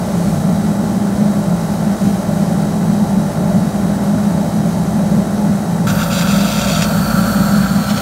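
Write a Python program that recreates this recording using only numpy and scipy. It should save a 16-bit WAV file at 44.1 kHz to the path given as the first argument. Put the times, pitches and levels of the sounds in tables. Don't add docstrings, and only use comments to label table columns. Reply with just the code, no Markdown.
import sys
import numpy as np
from scipy import signal
from scipy.fft import rfft, irfft, next_fast_len
from scipy.io import wavfile
from scipy.ndimage import uniform_filter1d, map_coordinates

SR = 44100
rng = np.random.default_rng(int(sys.argv[2]) if len(sys.argv) > 2 else 0)


def materialize(psi):
    bounded = np.clip(np.atleast_2d(psi).T, -1, 1)
    quanta = np.round(bounded * 32767).astype(np.int16)
    wavfile.write(sys.argv[1], SR, quanta)


N = 353241
t = np.arange(N) / SR
MOVE_S = 5.868
SHAFT_HZ = 56.875


def amp(db):
    return np.exp(np.asarray(db) * (np.log(10) / 20))


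def unit(x):
    return x / np.sqrt(np.mean(x ** 2) + 1e-20)


def curves(rows):
    s, *cols = np.transpose(rows)
    return [np.interp(t, s, c) for c in cols]


def wobble(rate, count=8):
    knots = rng.standard_normal(int(N * rate / SR) + 4)
    grid = np.arange(len(knots) * count) / count
    smooth = map_coordinates(knots, [grid], mode="nearest")
    return np.interp(t * rate + 1, grid, smooth)


def filtered(x, response):
    size = next_fast_len(N + SR // 2)
    spectrum = rfft(x, size) * response(np.fft.rfftfreq(size, 1 / SR))
    return irfft(spectrum, size)[:N]


def rush(colour):
    f, db = np.transpose(colour)
    response = lambda hz: amp(np.interp(np.log(hz + 1), np.log(f), db))
    return unit(filtered(rng.standard_normal(N), response))


def resonant(modes, steep):
    k = 2 ** (1 / steep) - 1

    def response(hz):
        power = sum(amp(db) ** 2 / (1 + k * ((hz - c) / (w / 2)) ** 2) ** steep for c, w, db in modes)
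        return np.sqrt(power)

    return unit(filtered(rng.standard_normal(N), response))


def surging(modes, steep, depth_db, rate):
    total = np.zeros(N)
    for c, w, db in modes:
        level = np.sqrt(w) * amp(db + depth_db * wobble(rate))
        total += level * resonant([(c, w, db)], steep)
    return unit(total)


def saturated(ring, reaction_s, evening):
    power = uniform_filter1d(ring ** 2, round(reaction_s * SR))
    strength = np.sqrt(np.abs(power) + 1e-2)
    return unit(ring / strength ** evening)


def bump(middle, length):
    return np.exp(-(2 * (t - middle) / length) ** 2)


def swelling(rows):
    return amp(sum(db * bump(s, length) for s, length, db in rows))


def walls(x, wet, count=8):
    delays_s = rng.uniform(.002, .014, count)
    echoes = sum(np.roll(x, round(d * SR)) for d in delays_s)
    return unit(x + wet / np.sqrt(count) * echoes)


def bent(x, ratio):
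    fine = signal.resample_poly(x, 2, 1)
    return unit(map_coordinates(fine, [2 * np.cumsum(ratio)], mode="wrap"))


# mode in Hz, half-power width in Hz, relative peak in dB.
FIREBOX = [(169.2, 16.9, -3.5), (202.85, 10.2, 2)]
# time in s, gain of the upper mode against the lower in dB.
SEESAW = [(0.35, -10), (0.7, 3.5), (0.95, 0.5), (1.2, 8.5), (1.55, -9), (2.07, 8.5), (2.6, -6), (3.1, 2),
          (3.45, -8.5), (3.8, 2), (4.2, 4), (4.65, -6), (5.45, 5.5), (5.8, -7), (6.15, -6), (6.42, 4.5),
          (6.7, -6.5), (7.3, 2.5), (8.01, 3)]
# middle in s, length in s, change in dB.
DRONE_SWELLS = [(0.07, 0.16, -6.5), (0.3, 0.05, 3.5), (0.49, 0.08, 3.5), (0.74, .04, -7), (1.23, 0.052, 3),
                (1.34, .04, -8), (1.39, .06, 4), (1.44, 0.047, -11), (1.52, 0.045, 5.5), (1.71, 0.2, -4.5),
                (1.85, 0.11, 3), (1.97, 0.065, -10), (2.07, 0.081, 3.5), (2.23, 0.095, -7), (2.37, 0.15, 2),
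                (2.74, 0.034, -2), (2.9, 0.04, 4.5), (3.04, 0.043, 5), (3.18, 0.04, 4.5), (3.31, 0.11, -7),
                (3.57, 0.056, 6), (3.72, 0.036, -7), (3.99, .04, -8), (4.15, 0.041, 5), (4.515, 0.029, -14),
                (5.11, .04, 5.5), (5.185, 0.056, 6), (5.25, 0.07, -8), (5.49, 0.05, 4.5), (5.64, 0.045, -6),
                (6.09, 0.15, -4.5), (6.4, 0.18, 1.5), (6.52, 0.067, -10), (6.63, .055, -6),
                (7.19, 0.04, 5.5), (7.42, 0.04, 5), (7.56, 0.18, 3), (7.68, 0.042, -15), (7.77, 0.08, 2.5),
                (7.855, 0.06, -11), (7.98, 0.066, -8.5)]
DRONE_DB, REACTION_S = -15, 0.051
SATURATION = .62
THROB_DB, THROBS_PER_S = 0.83, 19


def drone():
    seesaw_db, = curves(SEESAW)
    modes = []
    for c, w, db in FIREBOX:
        mode = saturated(resonant([(c, w, db)], steep=1.4), REACTION_S, SATURATION)
        modes.append(np.sqrt(w) * amp(db) * mode)
    lower, upper = modes
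    ring = unit(amp(-seesaw_db / 2) * lower + amp(seesaw_db / 2) * upper)
    throb = amp(DRONE_DB + THROB_DB * wobble(THROBS_PER_S))
    return throb * swelling(DRONE_SWELLS) * saturated(ring, REACTION_S, SATURATION)


# frequency in Hz, relative density in dB per Hz.
ROAR_JUG = [(30, -36), (48, -23), (85, -4.5), (125, -8.5), (155, -1), (228, 2), (256, -11), (480, -12),
            (600, -18.5), (775, -17), (930, -22.5), (1150, -28), (2400, -46.5)]
ROAR_NOZZLE = [(20, -21), (38, -26), (55, -8), (95, -5), (140, 3), (245, 1), (310, -17), (370, -20),
               (460, -17), (600, -17), (840, -20), (1000, -18), (2400, -36)]
# frequency in Hz, relative density in dB per Hz.
FLUTTER = [(500, -29), (950, 1), (1120, -2.5), (1400, 1), (2050, -6), (2400, -34), (5000, -41)]
PUFF_DB, PUFF_SPIKE = 0.5, 0.71
PUFF_SCATTER_DB = 0.7


def roar(angle, near):
    jug = amp(-23) * rush(ROAR_JUG)
    nozzle = amp(-21.0) * rush(ROAR_NOZZLE)
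    body = (1 - near) * jug + near * nozzle
    peak = ((1 + np.cos(angle)) / 2) ** 20
    turn = amp(PUFF_DB * np.cos(angle)) + PUFF_SPIKE * peak
    puffs = unit(turn * amp(PUFF_SCATTER_DB * wobble(SHAFT_HZ)))
    return body + amp(-36.5) * walls(puffs * rush(FLUTTER), wet=0.41)


# centre in Hz, half-power width in Hz,
# relative peak in dB.
CASING_JUG = [(527, 27, -4.5), (584.5, 34, 3), (634, 21, 1), (689, 66, -3.5), (857, 46, -2.5)]
CASING_NOZZLE = [(587, 88, 0), (690, 110, -2)]
# time in s, change of level in dB.
DOOR = [(5.87, 0), (6.3, -1), (6.75, 1.5), (7, -0.5), (7.4, 1.5), (7.7, -3), (8.01, -0.5)]
CASING_JUG_DB, CASING_NOZZLE_DB = -28, -27.5
CASING_SWAY_DB, CASING_LUMP_DB = .4, 1.3
CASING_SURGE_DB = 1.2


def casing(near):
    door_db, = curves(DOOR)
    jug = amp(CASING_JUG_DB) * surging(CASING_JUG, steep=1.5, depth_db=CASING_SURGE_DB, rate=9)
    nozzle = amp(CASING_NOZZLE_DB + door_db) * resonant(CASING_NOZZLE, steep=1.7)
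    lumps = amp(CASING_SWAY_DB * wobble(7) + CASING_LUMP_DB * wobble(45))
    return lumps * ((1 - near) * jug + near * nozzle)


# multiple of the shaft speed, start in s, end in s, change in dB at the nozzle.
HUM_DRIFT = [(1, 6.1, 6.8, 2), (9, 6.6, 6.9, -5), (10, 7.45, 7.7, -6), (14, 6.5, 7.3, 7),
             (16, 7.42, 7.65, -14), (17, 6.7, 7.1, 6.5)]


def shaft_tones(orders, angle, near, waver_db):
    drift_db = {k: np.interp(t, [start, end], [0, db]) for k, start, end, db in HUM_DRIFT}
    tones = np.zeros(N)
    for k, jug, nozzle in orders:
        nozzle_db = nozzle + drift_db.get(k, 0)
        level_db = jug + near * (nozzle_db - jug) + waver_db * wobble(4)
        phase = rng.uniform(0, 2 * np.pi)
        tones += np.sqrt(2) * amp(level_db) * np.sin(k * angle + phase)
    return tones


# multiple of the shaft speed, rms level at the jug in dB, at the nozzle in dB.
HUM = [(1, -39, -34.5), (2, -33.5, -34), (5, -36, -42), (6, -39, -47), (7, -37.5, -45), (9, -50, -36.2),
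       (10, -46, -32.7), (12, -40, -45), (13, -42, -42), (14, -36.7, -41.5), (16, -58, -37), (17, -51, -48),
       (18, -47.5, -57), (19, -47, -49), (20, -50, -53), (21, -47, -47), (23, -51, -49), (24, -47, -49),
       (25, -53, -50), (26, -55, -52)]
# multiple of the shaft speed, rms level at the jug in dB,
# at the nozzle in dB.
WHINE = [(68, -50.7, -48), (134, -62, -66), (136, -50.2, -55), (204, -56.5, -56)]
WHINE_WAVER_DB, WHINE_THROB = .85, .6


def motor(angle, near):
    hum = shaft_tones(HUM, angle, near, waver_db=.7)
    whine = shaft_tones(WHINE, angle, near, WHINE_WAVER_DB) * (1 + WHINE_THROB * np.cos(angle))
    stray = amp(-35.5 - 8.3 * near) * np.sin(2 * np.pi * 323 * t + 0.53 * wobble(3.34))
    return hum + whine + stray


# frequency in Hz, relative density in dB per Hz.
FAR_STEAM = [(1500, -13.5), (2150, -1.5), (2850, -6), (3100, -2), (3400, -6), (4200, -2), (4900, -3.5),
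             (6250, -1), (8000, -6), (9500, -1), (10500, -10), (11300, -9), (12800, -9.5), (15500, -15.5)]
# middle in s, length in s, change in dB.
FAR_SWELLS = [(0.25, 0.39, 2), (2.07, 0.17, 2.5)]
FAR_DB, FAR_DRIFT_DB, FAR_FLICKER_DB = -36.9, .25, .35


def far_steam():
    level_db = FAR_DB + FAR_DRIFT_DB * wobble(1.2) + FAR_FLICKER_DB * wobble(18)
    return amp(level_db) * swelling(FAR_SWELLS) * walls(rush(FAR_STEAM), wet=0.16)


# frequency in Hz, relative density in dB per Hz.
JET = [(700, -15), (1700, -7), (2700, 3), (3200, 1), (3700, -3), (5000, -2), (6500, 5.5), (7400, -2),
       (7950, 3.5), (9450, 7.5), (10400, -4), (11500, 4), (13400, 5), (15700, 0.5)]
# time in s, level in dB.
JET_LEVEL = [(5.87, -33.5), (6.6, -33.5), (6.9, -32), (7.25, -30.5), (7.55, -31.5), (7.7, -33.5),
             (8.01, -33)]
# time in s, gain in dB.
JET_TOP = [(5.87, 2), (6.7, 1.5), (7.4, 0), (7.7, -2), (8.01, 0)]
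# centre in Hz, half-power width in Hz, relative peak in dB.
JET_RING = [(4570, 230, 0.5), (4870, 170, 2.5), (8030, 290, -2.5)]
CLEARING_S = [6.2, 6.9]
TOP_FROM_HZ, JET_FLICKER_DB = 9500, .45
RING_DB, RING_SURGE_DB = -2.2, 1.2


def dry_jet(shift):
    jet_db, = curves(JET_LEVEL)
    top_db, = curves(JET_TOP)
    turbulence = walls(rush(JET), wet=0.22)
    top = filtered(turbulence, lambda hz: hz > TOP_FROM_HZ)
    hiss = amp(JET_FLICKER_DB * wobble(25)) * (turbulence - top + amp(top_db) * top)
    modes = bent(surging(JET_RING, steep=3.2, depth_db=RING_SURGE_DB, rate=35), shift)
    ring = amp(RING_DB) * np.interp(t, CLEARING_S, [0, 1]) * modes
    return amp(jet_db) * (hiss + ring)


# centre in Hz, half-power width in Hz, relative peak in dB.
HOLLOW = [(1160, 53, -6.5), (1334, 74, 0), (1425, 110, -6.5), (1540, 130, -8), (1753, 77, -15)]
# time in s, level in dB.
HOLLOW_LEVEL = [(5.87, -25), (6.08, -27.7), (6.22, -25.7), (6.5, -28.3), (6.97, -27), (7.1, -24.7),
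                (7.35, -24.5), (7.72, -27.5), (8.01, -27.8)]
GURGLE_DB, GURGLES_PER_S = 1.4, 90
HOLLOW_REACTION_S, HOLLOW_SATURATION = .05, .45


def hollow_rush():
    level_db, = curves(HOLLOW_LEVEL)
    modes = saturated(resonant(HOLLOW, steep=2.5), HOLLOW_REACTION_S, HOLLOW_SATURATION)
    return amp(level_db + GURGLE_DB * wobble(GURGLES_PER_S)) * modes


SLUG_ATTACK_S, SLUG_RELEASE_S = 0.009, 0.014


def slug(start, length):
    filling = 1 - np.exp(-np.maximum(t - start, 0) / SLUG_ATTACK_S)
    return filling * np.exp(-np.maximum(t - start - length, 0) / SLUG_RELEASE_S)


# start in s, length in s, spray level of a full slug in dB.
SLUGS = [(5.855, 0.05, -26.7), (5.978, .066, -26.8), (6.095, 0.135, -25.5), (6.25, 0.243, -25.8),
         (6.497, .2, -25.4), (6.697, 0.146, -23.7), (7.886, .025, -27), (7.956, .026, -26)]
MIST_DB = [-33, -35]
# centre in Hz, half-power width in Hz, relative peak in dB.
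SPRAY = [(2150, 320, -4), (2620, 320, 2), (3290, 190, 2), (3580, 200, 1.5), (3900, 220, 1),
         (4620, 350, 1.5), (5050, 340, -6), (5500, 2600, -10.5), (5970, 520, -1.7), (7200, 480, -1.5),
         (8200, 600, -11), (9400, 600, -9)]
DROPLET_DB, CRACKLE_DB = 1.1, 1.5
SPRAY_SURGE_DB = 1.1


def spray(shift):
    slugs = sum(amp(db) * slug(s, length) for s, length, db in SLUGS)
    mist = amp(np.interp(t, CLEARING_S, MIST_DB))
    droplets = unit(amp(DROPLET_DB * wobble(90) + CRACKLE_DB * wobble(400)))
    bands = surging(SPRAY, steep=4, depth_db=SPRAY_SURGE_DB, rate=30)
    return np.hypot(mist, slugs) * droplets * bent(bands, shift)


# time in s, initial level in dB.
SPITS = [(6.21, -17), (6.8228, -12.5)]
# frequency in Hz, relative density in dB per Hz.
SPIT_COLOUR = [(300, -20), (900, 3), (1800, -1), (3000, -1), (6500, -6), (9000, -13), (15000, -22)]
SPIT_DECAY_S = .004


def spits():
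    bursts = sum(amp(db) * (t >= s) * np.exp(-np.abs(t - s) / SPIT_DECAY_S) for s, db in SPITS)
    return bursts * rush(SPIT_COLOUR)


# time in s, frequency ratio.
ANGLE_SHIFT = [(5.87, 1), (6.5, 1), (6.8, .975), (6.95, .94), (7.5, .925), (8.01, .91)]


def near_steam():
    shift, = curves(ANGLE_SHIFT)
    return dry_jet(shift) + hollow_rush() + spray(shift) + spits()


def scene():
    near = np.clip((t - MOVE_S) / 0.0016, 0, 1)
    speed_hz = SHAFT_HZ + .022 * wobble(2) + .012 * wobble(14)
    angle = 2 * np.pi * np.cumsum(speed_hz) / SR
    burner = drone() + roar(angle, near) + casing(near) + motor(angle, near)
    steam = (1 - near) * far_steam() + near * near_steam()
    return (burner + steam)[None]


TOP_HZ, LOW_CUT_HZ = 15750, 45


def record(dry):
    rounded = dry / (1 + (dry / .97) ** 8) ** (1 / 8)
    response = lambda hz: (hz < TOP_HZ) / np.sqrt(1 + (LOW_CUT_HZ / (hz + 1)) ** 8)
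    return np.array([filtered(channel, response) for channel in rounded])


dry = scene()
out = record(dry)
materialize(out)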